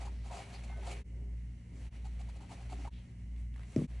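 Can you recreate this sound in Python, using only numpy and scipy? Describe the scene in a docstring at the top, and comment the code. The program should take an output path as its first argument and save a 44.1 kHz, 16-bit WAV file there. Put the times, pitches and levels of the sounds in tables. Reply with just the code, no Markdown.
"""Two ventilation motors hum and slowly throb while a dancer on a studio floor handles a satin pointe shoe.
Her fingers rub inside it and press wool into its hollow toe box; sleeves rustle, fingertips bump and squeak.
After a lull she rubs again. She pulls the shoe on, the fabric creaks, and the toe knocks once on the floor.
About once a second the whole sound dips briefly, and the hum comes back at another point in its throb."""
import sys
import numpy as np
from scipy import signal
from scipy.fft import rfft, irfft
from scipy.io import wavfile

SR = 44100
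rng = np.random.default_rng(int(sys.argv[2]) if len(sys.argv) > 2 else 0)


def wav_out(sig):
    """Save sig, one row per channel (or a flat mono array), as 16-bit PCM at SR to the path in sys.argv[1]."""
    wavfile.write(sys.argv[1], SR, np.round(np.clip(np.atleast_2d(sig).T, -1, 1) * 32767).astype(np.int16))


N = 176400
TIME, FREQ = np.arange(N) / SR, np.fft.rfftfreq(N, 1 / SR)
FINGER_GRIP = dict(slips_per_s=900, spread_db=1, wash=0.41)
CLOTH_GRIP = dict(slips_per_s=2500, spread_db=0.5, wash=0.75)
# The stretches of sound between the dips: start_s, weakest_hum_s
STRETCHES = [(0, .47), (1.037, 1.65), (1.901, 2.5), (2.9, 3.08), (3.871, 4.33)]


def amp(db):
    """Turns decibels into a number to multiply by."""
    return 10 ** (np.asarray(db) / 20)


def evened(x):
    """Scales a sound to an average strength (rms) of 1."""
    return x / np.sqrt(np.mean(x ** 2) + 1e-20)


def curve(points):
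    """Joins (frequency, value) points into a value for every frequency."""
    hz, value = np.transpose(points)
    return np.interp(np.log(FREQ + 1), np.log(hz), value)


def colour(x, tone):
    """Makes some frequencies stronger and others weaker, then evens the level."""
    return evened(irfft(rfft(x) * amp(curve(tone)), N))


def add(mix, start_s, sound):
    """Mixes a sound in at the given time."""
    part = mix[..., max(round(start_s * SR), 0):][..., :sound.shape[-1]]
    part += sound[..., :part.shape[-1]]


def resonate(x, hz, width_hz):
    """Keeps the sound near one pitch; filtering twice cuts the rest more sharply."""
    b, a = signal.iirpeak(hz, hz / width_hz, SR)
    return evened(signal.lfilter(b, a, signal.lfilter(b, a, x)))


def wander(step_s):
    """A random curve that glides to a new value every step."""
    times = np.arange(0, N / SR, step_s)
    return np.interp(TIME, times, rng.standard_normal(N)[:len(times)])


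def friction(slips_per_s, spread_db, wash):
    """Rubbing: two separate streams of tiny, uneven clicks over a wash of smooth noise."""
    size = amp(spread_db * np.minimum(rng.exponential(1, (2, N)), 4))
    slips = size * rng.choice([-1, 1], (2, N)) * (rng.random((2, N)) < slips_per_s / SR)
    return evened(evened(slips) + wash * rng.standard_normal((2, N)))


def pressure(length_s):
    """A touch presses for 32% of its length, holds, and lets go over the last 40%."""
    progress = np.linspace(0, 1, int(length_s * SR))
    ramp = np.minimum(progress / 0.32, (1 - progress) / 0.4)
    return np.sin(np.pi / 2 * np.clip(ramp, 0, 1))


def stretch_index():
    """Tells which stretch each moment belongs to."""
    return np.searchsorted(np.transpose(STRETCHES)[0][1:], TIME, "right")


def stereo(pair, likeness):
    """Turns a centre stream (row 0) and a side stream (row 1) into left and right."""
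    # How far the left side's wave runs ahead: frequency_hz, lead_radians
    left_lead = [(100, .005), (2500, .07), (5000, 0), (6300, -.3), (8000, -.9), (10000, -1.7),
                 (11000, -2.2)]
    # How much louder the left side is: frequency_hz, level_db
    left_boost = [(60, 0.56), (700, 1.2), (1200, 0.3), (1750, -1.1), (2900, 0.78), (3600, 0.2)]
    same = np.clip(curve(likeness), -1, 1)
    centre, side = rfft(pair) * np.sqrt([(1 + same) / 2, (1 - same) / 2])
    tilt = amp(curve(left_boost) / 2) * np.exp(1j * curve(left_lead) / 2)
    return irfft(np.array([(centre + side) * tilt, (centre - side) / tilt]), N)


def finger_strokes():
    """Fingertips stick and slip: the satin hisses and rasps, and the hollow toe box rings."""
    # Rubs inside the shoe: start_s, length_s, box_db, box_pitch_hz, hiss_db
    strokes = [(0.0, 0.046, -52.5, 750, -59), (0.046, 0.027, -52.5, 790, -59),
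               (0.067, 0.023, -55, 950, -65), (0.238, 0.07, -61.5, 800, -64),
               (0.294, 0.029, -55.5, 935, -69), (0.31, 0.034, -50.5, 777, -58),
               (0.329, 0.093, -49, 748, -55), (0.443, 0.096, -63.5, 735, -67),
               (0.521, 0.051, -58, 764, -60.5), (0.631, 0.029, -59.5, 670, -60.5),
               (0.706, 0.038, -58, 855, -84), (0.758, 0.055, -56, 610, -74), (0.819, 0.064, -57, 830, -63),
               (0.861, 0.058, -50.5, 727, -54), (0.905, 0.038, -55, 745, -54.5),
               (2.042, 0.037, -57.5, 790, -62.5), (2.191, 0.037, -62, 730, -63),
               (2.284, 0.023, -61, 744, -63.5), (2.353, 0.0254, -62.5, 690, -64.5),
               (2.396, 0.064, -60.5, 816, -68), (2.489, 0.028, -60.5, 920, -65.5),
               (2.508, 0.038, -54, 753, -59.5), (2.567, 0.09, -63, 750, -70), (2.694, 0.037, -59, 856, -61),
               (2.72, 0.027, -61, 724, -59), (2.785, 0.033, -62, 736, -77), (2.843, 0.03, -54, 790, -73),
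               (2.872, 0.019, -55, 935, -62.5)]
    # The tone of rubbed satin: frequency_hz, level_db
    satin_tone = [(150, -28), (400, 9), (800, -15), (1300, 12), (1750, -17), (2200, 8.5), (2800, 8),
                  (3500, 3), (4500, 4), (5700, -1), (6800, 4.5), (9000, 1.5), (11000, -3)]
    grip_db, grip_s = 1.46, 0.009  # the finger's grip wavers
    slips = friction(**FINGER_GRIP) * amp(grip_db * wander(grip_s))
    fibres = friction(slips_per_s=1200, spread_db=3, wash=1) * amp(grip_db * wander(grip_s))
    hiss = colour(fibres, satin_tone)
    hollow = amp(-14) * resonate(friction(**FINGER_GRIP), hz=404, width_hz=340)  # the whole shoe
    rasp_pitches_hz = 4300 * (1 + 0.12 * rng.uniform(-0.77, 1, N))
    out = np.zeros((2, N))
    for (start_s, length_s, box_db, hz, hiss_db), rasp_hz in zip(strokes, rasp_pitches_hz):
        press = pressure(length_s)
        span = (round(start_s * SR) + np.arange(len(press))) % N
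        rub = slips[:, span]
        box = resonate(rub, hz, width_hz=167) + 0.61 * resonate(rub, hz, width_hz=730)
        shoe = box / box.std(axis=1, keepdims=True) + hollow[:, span]
        rasp = amp(-11.5) * resonate(rub, rasp_hz, width_hz=650)  # the weave under a fingernail
        add(out, start_s, press * (amp(box_db) * shoe + amp(hiss_db) * (hiss[:, span] + rasp)))
    return out


def rustle():
    """Cloth fibres catch and let go, unevenly, as the arms move."""
    # How loudly sleeves, wool and ribbons move: time_s, level_db
    movement = [(0, -60.5), (.12, -65), (.22, -67.5), (.3, -63.5), (.42, -53), (.48, -59.5), (.56, -59.5),
                (.7, -61), (.77, -64.5), (.84, -57), (.93, -56.5), (1.01, -59.5), (1.06, -79),
                (1.18, -75.5), (1.26, -82), (1.38, -75), (1.64, -76), (1.77, -68.5), (1.85, -63),
                (1.92, -68), (1.96, -61.5), (2.01, -70.5), (2.08, -64.5), (2.14, -68), (2.22, -65),
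                (2.46, -65.5), (2.55, -60.5), (2.67, -64.5), (2.76, -60.5), (2.86, -59.5), (2.94, -71.5),
                (3.05, -72.5), (3.3, -77), (3.39, -70), (3.5, -81.5), (3.57, -69.5), (3.74, -63.5),
                (3.8, -61), (3.84, -59), (3.89, -66), (4, -65.5)]
    # The tone of moving cloth: frequency_hz, level_db
    cloth_tone = [(150, -14), (350, 9.5), (700, 9), (1200, 1.5), (1600, 2.5), (2150, 7), (2900, 3),
                  (3600, -1.5), (4400, -2), (5100, -9.5), (5700, -3.5), (6600, -8), (9000, -8),
                  (11000, -10)]
    fibres = colour(friction(**CLOTH_GRIP), cloth_tone)
    flicker_db = 1.33 * wander(step_s=0.018)
    return fibres * amp(np.interp(TIME, *np.transpose(movement)) + flicker_db)


def ventilation():
    """Two motors at nearly the same speed take turns adding up and cancelling, so their hum throbs."""
    # Higher tones in the hum: pitch_hz, level_db
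    overtones = [(118.4, -56), (177.6, -61.5), (236.9, -69)]
    hum_hz, throb_hz = 58.5, 1.46
    _, weakest_hum_s = np.transpose(STRETCHES)
    t = TIME - weakest_hum_s[stretch_index()]
    first_motor = amp(-45) * np.sin(2 * np.pi * hum_hz * t)
    second_motor = amp(-48) * np.sin(2 * np.pi * (hum_hz - throb_hz) * t)
    hum = first_motor - second_motor
    for hz, db in overtones:
        hum += amp(db) * np.sin(2 * np.pi * (hz * t + rng.random()))
    return np.sqrt(2) * hum  # makes each level the tone's average strength (rms)


def room_air():
    """The air in the room: a steady low rush with a faint hiss."""
    # The tone of the air: frequency_hz, level_db
    air_tone = [(20, -34.5), (45, 0.5), (70, 2), (110, 4.5), (150, -6), (230, -6.5), (330, -18.5),
                (500, -25.5), (800, -36.5), (1600, -35), (2100, -25), (2500, -39), (2900, -28),
                (3400, -48.5), (5000, -39.5), (10000, -42), (11500, -63)]
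    return amp(-53.5) * colour(rng.standard_normal((2, N)), air_tone)


def with_bounces(x):
    """A sound arrives directly, then again from nearby surfaces."""
    # Bounces off floor, body and wall: delay_s, level_db
    bounces = [(.0031, -19.5), (.0074, -18), (0.0127, -24.5)]
    out = x.copy()
    for delay_s, db in bounces:
        add(out, delay_s, amp(db) * x)
    return out


def wall_echoes(x):
    """Bare walls add a faint, short tail of echoes, which stops at each dip."""
    t, stretch = TIME[:SR // 2], stretch_index()
    fade_s = 0.19  # time to fall by 60 dB
    tail = rng.standard_normal((2, len(t))) * amp(-60 * t / fade_s) * (t > 0.005)
    tail = amp(-8) * tail / np.linalg.norm(tail[0])
    out = np.zeros((2, N))
    for k in range(len(STRETCHES)):
        inside = stretch == k
        out += inside * signal.fftconvolve(x[:1] * inside, tail, axes=1)[:, :N]
    return out


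def brushes():
    """Cloth and skin slide over the shoe, from a dull swish to a bright scuff."""
    # Sweeps of sleeve, hand, wool and ribbon: start_s, length_s, level_db, pitch_hz, width_hz
    sweeps = [(0.01, 0.16, -63, 333, 303), (0.094, 0.24, -74.5, 4500, 3000), (0.528, 0.052, -61, 4320, 800),
              (0.754, 0.33, -61, 430, 150), (0.887, 0.08, -57.5, 2300, 700), (1.08, 0.3, -66, 352, 290),
              (1.684, 0.17, -61.5, 263, 178), (1.715, 0.19, -73, 6500, 7040), (2.363, 0.24, -64, 280, 57),
              (2.51, 0.047, -65.5, 5500, 6000), (2.685, 0.18, -59.5, 278, 89),
              (2.76, 0.12, -70.5, 5840, 3500), (2.902, 0.13, -69, 2960, 1800),
              (3.37, 0.061, -77.5, 8350, 4000), (3.643, 0.28, -70, 7400, 5000)]
    out, slips = np.zeros((2, N)), friction(**CLOTH_GRIP)
    for start_s, length_s, db, hz, width_hz in sweeps:
        press = pressure(length_s)
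        span = (round(start_s * SR) + np.arange(len(press))) % N
        add(out, start_s, amp(db) * press * resonate(slips[:, span], hz, width_hz))
    return out


def taps():
    """A fingertip lands and the toe box rings for a few vibrations."""
    # Fingertip bumps: start_s, level_db, pitch_hz
    bumps = [(.309, -41.5, 643), (.386, -39.5, 693), (.698, -43, 750), (2.721, -41, 730),
             (2.729, -36.5, 731), (2.852, -42, 845), (2.875, -39.5, 915)]
    # The tones of the toe box: pitch_multiple, level_db
    box_tones = [(1, -2.5), (.56, -19.5), (1.42, -15)]
    rise_s, decay_s = 0.001, 0.0034
    out, t = np.zeros((2, N)), TIME[:2048]
    shape = (1 - np.exp(-t / rise_s)) * np.exp(-t / decay_s)
    for start_s, db, hz in bumps:
        ring = sum(amp(tone_db) * np.sin(2 * np.pi * hz * ratio * t) for ratio, tone_db in box_tones)
        add(out[0], start_s, amp(db) * ring * shape / shape.max())
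    return out


def squeaks():
    """For a moment the tiny slips fall into step and give a thin, wavering tone."""
    # Skin dragging on the lining: start_s, length_s, level_db, pitch_hz
    drags = [(0.389, 0.083, -67, 2237), (.533, 0.033, -63.5, 2495), (.68, 0.099, -62.5, 2115),
             (.68, 0.15, -67, 1515)]
    out, waver = np.zeros((2, N)), 1 + 0.006 * wander(step_s=0.008)
    for start_s, length_s, db, hz in drags:
        press = pressure(length_s)
        cycles = np.cumsum(hz * waver[round(start_s * SR):][:len(press)]) / SR
        add(out[0], start_s, amp(db) * press * evened(np.sin(2 * np.pi * cycles)))
    return out


def creaks():
    """Stretched satin slips in short, soft creaks as the shoe is pulled over the heel."""
    # Slips of the satin: start_s, level_db, pitch_hz
    slips = [(3.362, -58, 2820), (3.5405, -55.5, 2530), (3.5605, -49.5, 1300), (3.5785, -53, 1200),
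             (3.594, -51, 1250), (3.606, -52.5, 1100), (3.6155, -56, 1400), (3.6325, -51, 1600)]
    rise_s, decay_s = 0.0008, 0.0022
    out, t = np.zeros((2, N)), TIME[:1024]
    shape = (1 - np.exp(-t / rise_s)) * np.exp(-t / decay_s)
    for start_s, db, hz in slips:
        hiss = rng.standard_normal((2, len(t)))
        add(out, start_s, amp(db) * shape * (resonate(hiss, hz, width_hz=1900) + 0.6 * hiss))
    return out


def toe_knock():
    """The hard toe ticks and thuds with a sinking pitch, the boards ring low, and the room booms back."""
    # The tones of the floorboards: pitch_hz, level_db, fade_s (time to fall by 60 dB)
    floor_tones = [(148.8, 2, 0.26), (244, -8, 0.51), (284.8, -10, 0.35), (363, -19, 0.13),
                   (636, -4, 0.048)]
    # The tone of the toe's first touch: frequency_hz, level_db
    tick_tone = [(300, 16.5), (1300, 4.5), (2100, 7), (3500, -23), (5500, 4), (7500, -12)]
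    # The tone of the room's boom: frequency_hz, level_db
    boom_tone = [(70, -19), (160, 0), (400, -10), (520, -15.5), (760, -40), (1200, -37.5), (3000, -49.5)]
    start_s, wall_delay_s = 3.7625, 0.056
    high_hz, low_hz, sink_s = 487, 70, 0.0051
    thud_rise_s, thud_decay_s, tick_decay_s = 0.0024, 0.0095, 0.0024
    ring_rise_s, boom_rise_s, boom_fade_s = 0.0095, 0.012, 0.32
    out, t = np.zeros((2, N)), TIME[:SR // 2]
    cycles = np.cumsum(low_hz + (high_hz - low_hz) * np.exp(-t / sink_s)) / SR
    thud_shape = (1 - np.exp(-t / thud_rise_s)) * np.exp(-(t / thud_decay_s) ** 2)
    thud = -amp(-15.5) * np.sin(2 * np.pi * cycles) * thud_shape
    ring = sum(amp(db - 60 * t / fade_s) * np.sin(2 * np.pi * hz * t) for hz, db, fade_s in floor_tones)
    add(out[0], start_s, thud + amp(-24.5) * ring * (1 - np.exp(-t / ring_rise_s)))
    add(out[0], start_s + wall_delay_s, amp(-8.5) * thud)
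    tick = colour(rng.standard_normal((2, N)), tick_tone)[:, :len(t)]
    add(out, start_s, amp(-40) * tick * np.exp(-t / tick_decay_s))
    boom = colour(rng.standard_normal((2, N)), boom_tone)[:, :len(t)]
    add(out, start_s, boom * amp(-28.5 - 60 * t / boom_fade_s) * (1 - np.exp(-t / boom_rise_s)))
    stretch = stretch_index()
    return out * (stretch == stretch[round(start_s * SR)])  # the ringing stops at the next dip


def scene():
    """Hands and shoe close by, the room and its ventilation behind."""
    # How alike left and right are for close sounds: frequency_hz, likeness (1 same, -1 opposite)
    near_likeness = [(100, 1), (800, .96), (1500, .62), (2300, .95), (2900, .76), (4100, .99), (4600, .92),
                     (5100, .45), (5600, .87), (10000, .82)]
    # The same for the room's sound: frequency_hz, likeness
    far_likeness = [(100, 1), (330, 0.9), (700, 0.037), (1200, -0.8), (2100, 1), (3000, -0.24),
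                    (4000, 0.25), (5000, -0.56), (5700, 0.45), (10000, 0.78)]
    hands = with_bounces(finger_strokes() + taps() + squeaks() + brushes() + rustle()) + creaks()
    air = room_air()
    near = stereo(hands + toe_knock(), near_likeness)
    far = stereo(air + wall_echoes(hands), far_likeness)
    return near + far + ventilation()


def record(dry):
    """The level dips briefly between stretches, and the highest treble is cut away."""
    fade_out_s, fade_in_s, dip_gain, top_hz = 0.025, 0.032, 0.037, 11200
    ramps = [np.maximum((s - TIME) / fade_out_s, (TIME - s) / fade_in_s) for s, _ in STRETCHES[1:]]
    openness = np.minimum(np.min(ramps, axis=0), 1)
    gain = dip_gain + (1 - dip_gain) * openness ** 1.05
    treble_cut = signal.firwin(255, top_hz, window=("kaiser", 8), fs=SR)
    return signal.oaconvolve(dry * gain, treble_cut[None], "same")


dry = scene()
out = record(dry)
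wav_out(out)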